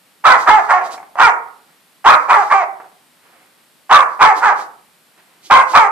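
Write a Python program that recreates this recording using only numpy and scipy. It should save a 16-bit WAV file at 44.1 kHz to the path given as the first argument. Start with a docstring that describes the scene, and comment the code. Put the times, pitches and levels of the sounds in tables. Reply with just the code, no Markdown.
"""Small dog barking in a bare room

A chihuahua barks twelve times, in bunches, in a bare room with a wooden floor, over quiet air and hiss.
Each bark is a source-filter voice: harsh folds climb to a crest of pitch, then break into a clearer yelp.
Sniffs and shuffles are swells of coloured noise; grunts are single decaying noise flaps of the folds.
Echoes and a diffuse tail follow every bark, and loud peaks overload both microphones."""
import sys
import numpy as np
from scipy import signal
from scipy.fft import rfft, irfft
from scipy.io import wavfile
from scipy.ndimage import uniform_filter1d

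SR = 44100
rng = np.random.default_rng(int(sys.argv[2]) if len(sys.argv) > 2 else 0)


def store_pcm(level_fs):
    """Save levels as 16-bit WAV."""
    pcm = np.round(np.clip(level_fs, -1, 1) * 32767).astype(np.int16)
    wavfile.write(sys.argv[1], SR, np.atleast_2d(pcm).T)


N = 260627
TIME = np.arange(N) / SR

# barks, a bite that breaks into a yelp; levels are relative, before the room:
# start_s, attack_s, climb_s, break_s, yelp_s, crest_hz, yelp_hz, arch_share, sag_share, bite_db, yelp_db,
# yelp_rough_0_to_1, yelp_mouth_hz (lower resonance), bite_upper_hz, yelp_upper_hz (upper resonance)
BARK_GESTURES = [ (0.237, 0.024, 0.019, 0.056, 0.062, 664.7, 515.2, -0.00098, 0.34, -1, -4.5, 0.36, 1300, 2700, 2130),
                 (.458, .034, 0.027, 0.026, .1, 692.3, 420.3, 0.071, 0.25, 0.5, -6.5, 0.069, 913, 1450, 1890),
                 (.676, 0.038, 0.042, .02, 0.065, 590.7, 361.7, .06, .14, -6, -12, 0.21, 800, 1500, 1900),
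                 (1.172, 0.039, 0.049, 0.025, 0.061, 544.9, 472.2, -0.024, 0.36, -3.5, -4, 0.083, 1270, 2820, 2250),
                 (2.04, .032, .064, .022, 0.046, 610, 628.5, .05, 0.28, -0.5, -4.5, 0.39, 1330, 2810, 2230),
                 (2.277, 0.031, .072, .022, 0.074, 642, 413, 0.0085, .26, -6, -11.5, .15, 880, 2450, 1700),
                 (2.492, 0.033, 0.038, 0.015, 0.1, 624.3, 386.5, 0.042, 0.24, -5.5, -10.5, .1, 798, 1764, 2283),
                 (3.891, .036, .066, .034, .05, 598, 534.6, 0.038, 0.22, 0, -9, .32, 1190, 2840, 2400),
                 (4.188, .044, .044, .034, 0.068, 571.1, 440.2, -0.012, .23, 0, -6.5, 0.22, 1020, 2480, 1960),
                 (4.402, 0.04, 0.04, .038, 0.055, 533.5, 414, -.07, 0.46, -8.5, -8, 0.24, 1130, 1400, 1610),
                 (5.497, 0.018, 0.029, 0.029, 0.076, 559.9, 491, 0.084, -.03, -2, -3.5, 0.34, 1098, 2450, 2110),
                 (5.729, 0.03, 0.046, .026, 0.079, 641.2, 462.4, -0.055, 0.21, -0.5, -8, 0.14, 1070, 2500, 2120),
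                 ]
# short throaty grunts: start_s, level_db, fade_s, mouth_hz
GRUNT_FLAPS = [(.81, -16, 0.023, 700), (.866, -26, 0.013, 675), (.893, -29, 0.021, 656),
               (.94, -25, 0.0086, 736), (.978, -20, 0.005, 760), (1, -33, 0.0085, 716),
               (1.028, -27.5, 0.0066, 668), (1.155, -18.5, 0.0041, 656), (1.166, -25, 0.015, 667),
               (2.8, -30, 0.012, 461), (2.841, -42, 0.032, 450), (4.589, -21.5, 0.013, 505)]
# quick sniffs and gasps: middle_s, length_s, level_db
SNIFF_SWELLS = [(.41, 0.082, -33.5), (.64, 0.1, -43.5), (.86, 0.051, -39), (.93, 0.044, -34),
                (2.22, 0.12, -46.5), (2.43, 0.16, -41), (4.12, .12, -51.5), (4.38, 0.056, -32.5),
                (4.6, 0.083, -39), (5.462, 0.055, -40), (5.72, 0.083, -33.5)]
# soft shuffles on the boards: middle_s, length_s, level_db
SHUFFLE_SWELLS = [(1.7, 0.11, -57.5), (3.25, 0.048, -59), (3.36, 0.27, -53), (3.62, 0.089, -62.5),
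                  (5.19, 0.043, -52.5), (5.32, 0.28, -58.5)]
# spectral colour of the throat: frequency_hz, gain_db
THROAT_COLOUR = [(40, -55), (120, -49), (300, -24), (430, -13.5), (580, -8.5), (780, -0.5), (1350, -3),
                 (1620, -7), (2200, -14), (2950, -24.5), (3450, -29.5), (8000, -34), (14000, -47.5)]
# spectral colour of breath in the sniffs: frequency_hz, gain_db
BREATH_COLOUR = [(60, -42.5), (300, 3), (1500, -18), (2800, -2), (4500, 3), (8000, -3), (14000, -14.5)]
# spectral colour of the shuffles: frequency_hz, gain_db
BOARD_COLOUR = [(60, -24), (180, -6.5), (450, 2), (1300, 4.5), (3000, -5), (10000, -26)]
# reverberation time, for a decay of 60 dB: frequency_hz, t60_s
REVERB_TIME = [(150, 0.79), (500, 0.51), (1000, 0.45), (2200, 0.38), (3500, 0.11), (6000, 0.26),
               (12000, 0.24)]
# left-right correlation of the diffuse tail: frequency_hz, correlation (-1 to 1)
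TAIL_CORRELATION = [(100, 1), (500, 0.99), (1000, 0.27), (1800, -.15), (4000, -0.055)]
# first reflections from floor and walls: delay_s, left_gain, right_gain
FIRST_REFLECTIONS = [(.0013, 0.05, .2), (.0052, 0.2, .08), (.0094, .08, .22), (0.0148, .18, .1)]
# spectral colour of room air and hiss: frequency_hz, gain_db
HUSH_COLOUR = [(20, -27), (60, -19.5), (110, -6.5), (170, 5), (400, 0), (900, 1), (1700, 0), (3000, -2.5),
               (4500, -4), (6300, -10), (8500, -5), (14000, -8)]
# response of the left microphone, turned away, against the right one: frequency_hz, gain_db
LEFT_RESPONSE = [(250, 3), (550, -3), (800, -1), (1100, -3), (1500, -7.5), (2000, 3), (4000, -5.5),
                 (10000, -7)]

# band limits of the whole sound and of the hush (Hz); level of the hush averaged over both channels (dB)
EDGE_HZ, HUSH_EDGE_HZ, HUSH_DB = 15000, 14400, -55.5
# pitch scatter and strength scatter at full roughness; gain of the air, times roughness squared
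JITTER, SHIMMER, AIR = .075, .75, 2.7
# pitch starts at this share of the crest; exponents bend the climb and the final sag
START_SHARE, CLIMB_BEND, SAG_BEND = .56, .85, 2.1
# effort below the bite at the first instant and below the yelp at the last (dB); exponent of the fade
ONSET_DB, FADE_DB, FADE_BEND = -31, -10, 1.15
# roughness (0-1) at the first instant, in the bite, and as the folds run out of air
ROUGH_START, ROUGH_BITE, ROUGH_END = 0.36, 0.41, 0.39
# lower mouth resonance in the bite, jaw nearly shut and wide open (Hz)
JAW_SHUT_HZ, JAW_OPEN_HZ = 845, 1238
# exponent by which the upper resonance follows the yelp's glide
UPPER_FOLLOW = 0.96


def amp(db):
    """Level law: decibels to amplitude gain."""
    return 10 ** (np.asarray(db) / 20)


def unit(x):
    """Normalisation: scales a signal to rms 1."""
    return x / np.sqrt(np.mean(x ** 2) + 1e-20)


def read(points, hz):
    """Interpolation: reads a spectral table along a log-frequency axis."""
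    f, value = np.transpose(points)
    return np.interp(np.log(hz + 1), np.log(f + 1), value)


def add(mix, s, sound):
    """Superposition: adds a sound into the mix from time s."""
    part = mix[..., round(s * SR):][..., :sound.shape[-1]]
    part += sound[..., :part.shape[-1]]


def colour(x, points, size=4096):
    """Minimum-phase filtering: the log gain alone fixes a causal response."""
    log_gain = np.log(amp(read(points, abs(np.fft.fftfreq(size, 1 / SR)))))
    spectrum = np.exp(np.conj(signal.hilbert(log_gain)))
    taps = np.fft.ifft(spectrum).real[:size // 2]
    return signal.fftconvolve(x, taps)[:len(x)]


def lowpass(x, hz):
    """Band limitation: a steep symmetric low-pass on both channels."""
    return signal.oaconvolve(x, signal.firwin(255, hz, fs=SR)[None], "same")


def wobble(count, hz):
    """Random modulation: smooth noise of rms 1, reaching up to about hz."""
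    f = np.fft.rfftfreq(count, 1 / SR)
    spectrum = rfft(rng.standard_normal(count))
    return unit(irfft(spectrum * np.exp(-(f / hz) ** 2) * (f > 0), count))


def resonate(x, hz, width):
    """Resonance: shifts the curve hz to zero frequency, smooths with a one-pole filter, shifts back."""
    turn = np.exp(2j * np.pi * np.cumsum(hz) / SR)
    r = np.exp(-np.pi * width / SR)
    return 2 * (turn * signal.lfilter([1 - r], [1, -r], x / turn)).real


def gesture(attack_s, climb_s, break_s, yelp_s, crest_hz, yelp_hz, arch, sag, bite_db, yelp_db,
            yelp_rough, yelp_mouth_hz, bite_upper_hz, yelp_upper_hz):
    """Vocal gesture: pitch, effort, roughness and mouth resonances cross from bite to yelp."""
    t = np.arange(0, climb_s + break_s + yelp_s, 1 / SR)
    push = 1 - np.clip(1 - t / attack_s, 0, 1) ** 2
    climb = np.clip(t / climb_s, 0, 1) ** CLIMB_BEND
    broken = np.sin(np.pi / 2 * np.clip((t - climb_s) / break_s, 0, 1))
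    spent = np.clip((t - climb_s - break_s) / yelp_s, 0, 1)
    # pitch and mouth glide together through the yelp
    glide = (1 + arch * np.sin(np.pi * spent)) * (1 - sag * spent ** SAG_BEND)
    # each list holds pitch, effort, roughness and lower resonance
    bite = [
        crest_hz * (START_SHARE + (1 - START_SHARE) * climb),
        bite_db + ONSET_DB * (1 - push),
        ROUGH_START + (ROUGH_BITE - ROUGH_START) * push,
        JAW_SHUT_HZ + (JAW_OPEN_HZ - JAW_SHUT_HZ) * np.sqrt(push * climb),
    ]
    yelp = [
        yelp_hz * glide,
        yelp_db + FADE_DB * spent ** FADE_BEND,
        yelp_rough + (ROUGH_END - yelp_rough) * spent ** 2,
        yelp_mouth_hz * glide,
    ]
    # the lips move all through the bite and arrive as the yelp begins
    lips = np.clip(t / (climb_s + break_s), 0, 1) ** 2
    upper_hz = (bite_upper_hz + (yelp_upper_hz - bite_upper_hz) * lips) * glide ** UPPER_FOLLOW
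    hz, effort_db, rough, mouth_hz = (1 - broken) * np.array(bite) + broken * np.array(yelp)
    return hz, effort_db, rough, mouth_hz, upper_hz


def vocal_folds(hz, rough, calm_jitter=0.0074, half_tone=0.19, tilt_db=2.5):
    """Voice source: harmonics turn unsteady and air escapes in puffs as the folds roughen."""
    count = len(hz)
    scatter = (calm_jitter + JITTER * rough) * wobble(count, hz=246.0)
    turns = np.cumsum(hz * (1 + scatter)) / SR
    # tilt_db is the rise per octave over twenty harmonics
    folds = unit(sum(amp(tilt_db * np.log2(k)) * np.cos(2 * np.pi * k * turns) for k in range(1, 21)))
    # rough folds alternate strong and weak cycles and shake in strength
    alternation = half_tone * np.cos(np.pi * turns)
    folds *= 1 + rough * (alternation + SHIMMER * wobble(count, hz=220))
    # air swells once a cycle and grows as the folds turn harsh
    puffs = unit((1.5 + np.cos(2 * np.pi * turns)) * rng.standard_normal(count))
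    return (1 - rough) * folds + AIR * rough ** 2 * puffs


def bark(hz, effort_db, rough, mouth_hz, upper_hz, mouth_width_hz=310, mouth_gain=4.57,
         upper_width_hz=620, upper_gain=1.6, nose_hz=430, nose_width_hz=200, nose_gain=0.9, shut_hz=750):
    """Source-filter principle: fold sound excites the throat, two moving mouth resonances and the nose."""
    count = len(hz)
    voice = colour(vocal_folds(hz, np.clip(rough, 0, 1)), THROAT_COLOUR)
    mouth = resonate(voice, mouth_hz, mouth_width_hz)
    # two passes give the upper resonance and the nose steep sides
    upper = resonate(resonate(voice, upper_hz, upper_width_hz), upper_hz, upper_width_hz)
    nose_curve = np.full(count, nose_hz)
    nose = resonate(resonate(voice, nose_curve, nose_width_hz), nose_curve, nose_width_hz)
    # the nose carries the low end while the mouth is nearly shut
    nose *= (shut_hz / mouth_hz) ** 2
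    voice = voice + mouth_gain * mouth + upper_gain * upper + nose_gain * nose
    # levelling by the running rms lets effort set the loudness, whatever the mouth does
    voice /= np.sqrt(abs(uniform_filter1d(voice ** 2, size=600)) + 1e-9)
    return voice * amp(effort_db) * signal.windows.tukey(count, .09)


def grunts(width_hz=190, open_share=0.3):
    """Damped impulse: each flap of the folds is fading noise behind a nearly closed, resonant mouth."""
    out, t = np.zeros(N), TIME[:SR // 8]
    for s, db, fade, hz in GRUNT_FLAPS:
        flap = colour(rng.standard_normal(len(t)), THROAT_COLOUR)
        flap = resonate(flap, np.full(len(t), hz), width_hz) + open_share * flap
        envelope = np.exp(-t / fade) * signal.windows.tukey(len(t), .02)
        add(out, s, amp(db) * unit(flap) * envelope)
    return out


def swishes(table, points):
    """Modulated noise: bell-shaped swells shape noise of one colour."""
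    swell = sum(amp(db) * np.exp(-(2 * (TIME - s) / length) ** 2) for s, length, db in table)
    return swell * unit(colour(rng.standard_normal(N), points))


def sniffs():
    """Turbulence: quick breaths as swells of noise."""
    return swishes(SNIFF_SWELLS, BREATH_COLOUR)


def shuffles():
    """Friction: rubbing on the boards as soft swells of noise."""
    return swishes(SHUFFLE_SWELLS, BOARD_COLOUR)


def room(x, tail_db=-3.0, build_up=0.0028):
    """Reverberation: direct sound, first reflections and a decaying diffuse tail at two microphones."""
    t = TIME[:SR]
    hz, age, (a, b) = signal.stft(rng.standard_normal((2, SR)), SR, nperseg=256)
    same = np.clip(read(TAIL_CORRELATION, hz), -1, 1)[:, None]
    pair = np.array([a, same * a + np.sqrt(1 - same ** 2) * b])
    pair = pair * amp(-60 * age / read(REVERB_TIME, hz)[:, None])
    tail = signal.istft(pair, SR, nperseg=256)[1][:, :SR]
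    tail = tail * (1 - np.exp(-t / build_up))
    # the tail's level is taken in the band of the voice, 700 to 1600 Hz
    voice_band = abs(rfft(tail))[:, 700:1600]
    response = amp(tail_db) * tail / np.sqrt(np.mean(voice_band ** 2, axis=1, keepdims=True))
    # the right microphone is nearer by two samples of travel
    response[0, 2] += 1
    response[1, 0] += 1
    for delay, left, right in FIRST_REFLECTIONS:
        response[:, round(delay * SR)] += left, right
    return signal.fftconvolve(x[None], response, axes=1)


def hush(own_share=1.0):
    """Background noise: room air and microphone hiss, part shared and part independent between channels."""
    shared, left, right = (colour(noise, HUSH_COLOUR) for noise in rng.standard_normal((3, N)))
    both = lowpass(shared + own_share * np.array([left, right]), HUSH_EDGE_HZ)
    return amp(HUSH_DB) * both / both.mean(0).std()


def scene(voice_db=1):
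    """Superposition: the dog fidgets, so each bark meets its own random room tail."""
    mix = np.zeros((2, N))
    add(mix, 0, room(grunts() + sniffs() + shuffles()))
    for s, *shape in BARK_GESTURES:
        voice = amp(voice_db) * bark(*gesture(*shape))
        add(mix, s, room(voice))
    left = colour(mix[0], LEFT_RESPONSE)
    return np.array([left, mix[1]]) + hush()


def record(dry, knee=7):
    """Saturation: loud peaks flatten at full scale, then the band is limited."""
    flattened = dry / (1 + abs(dry) ** knee) ** (1 / knee)
    return lowpass(flattened, EDGE_HZ)


dry = scene()
out = record(dry)
store_pcm(out)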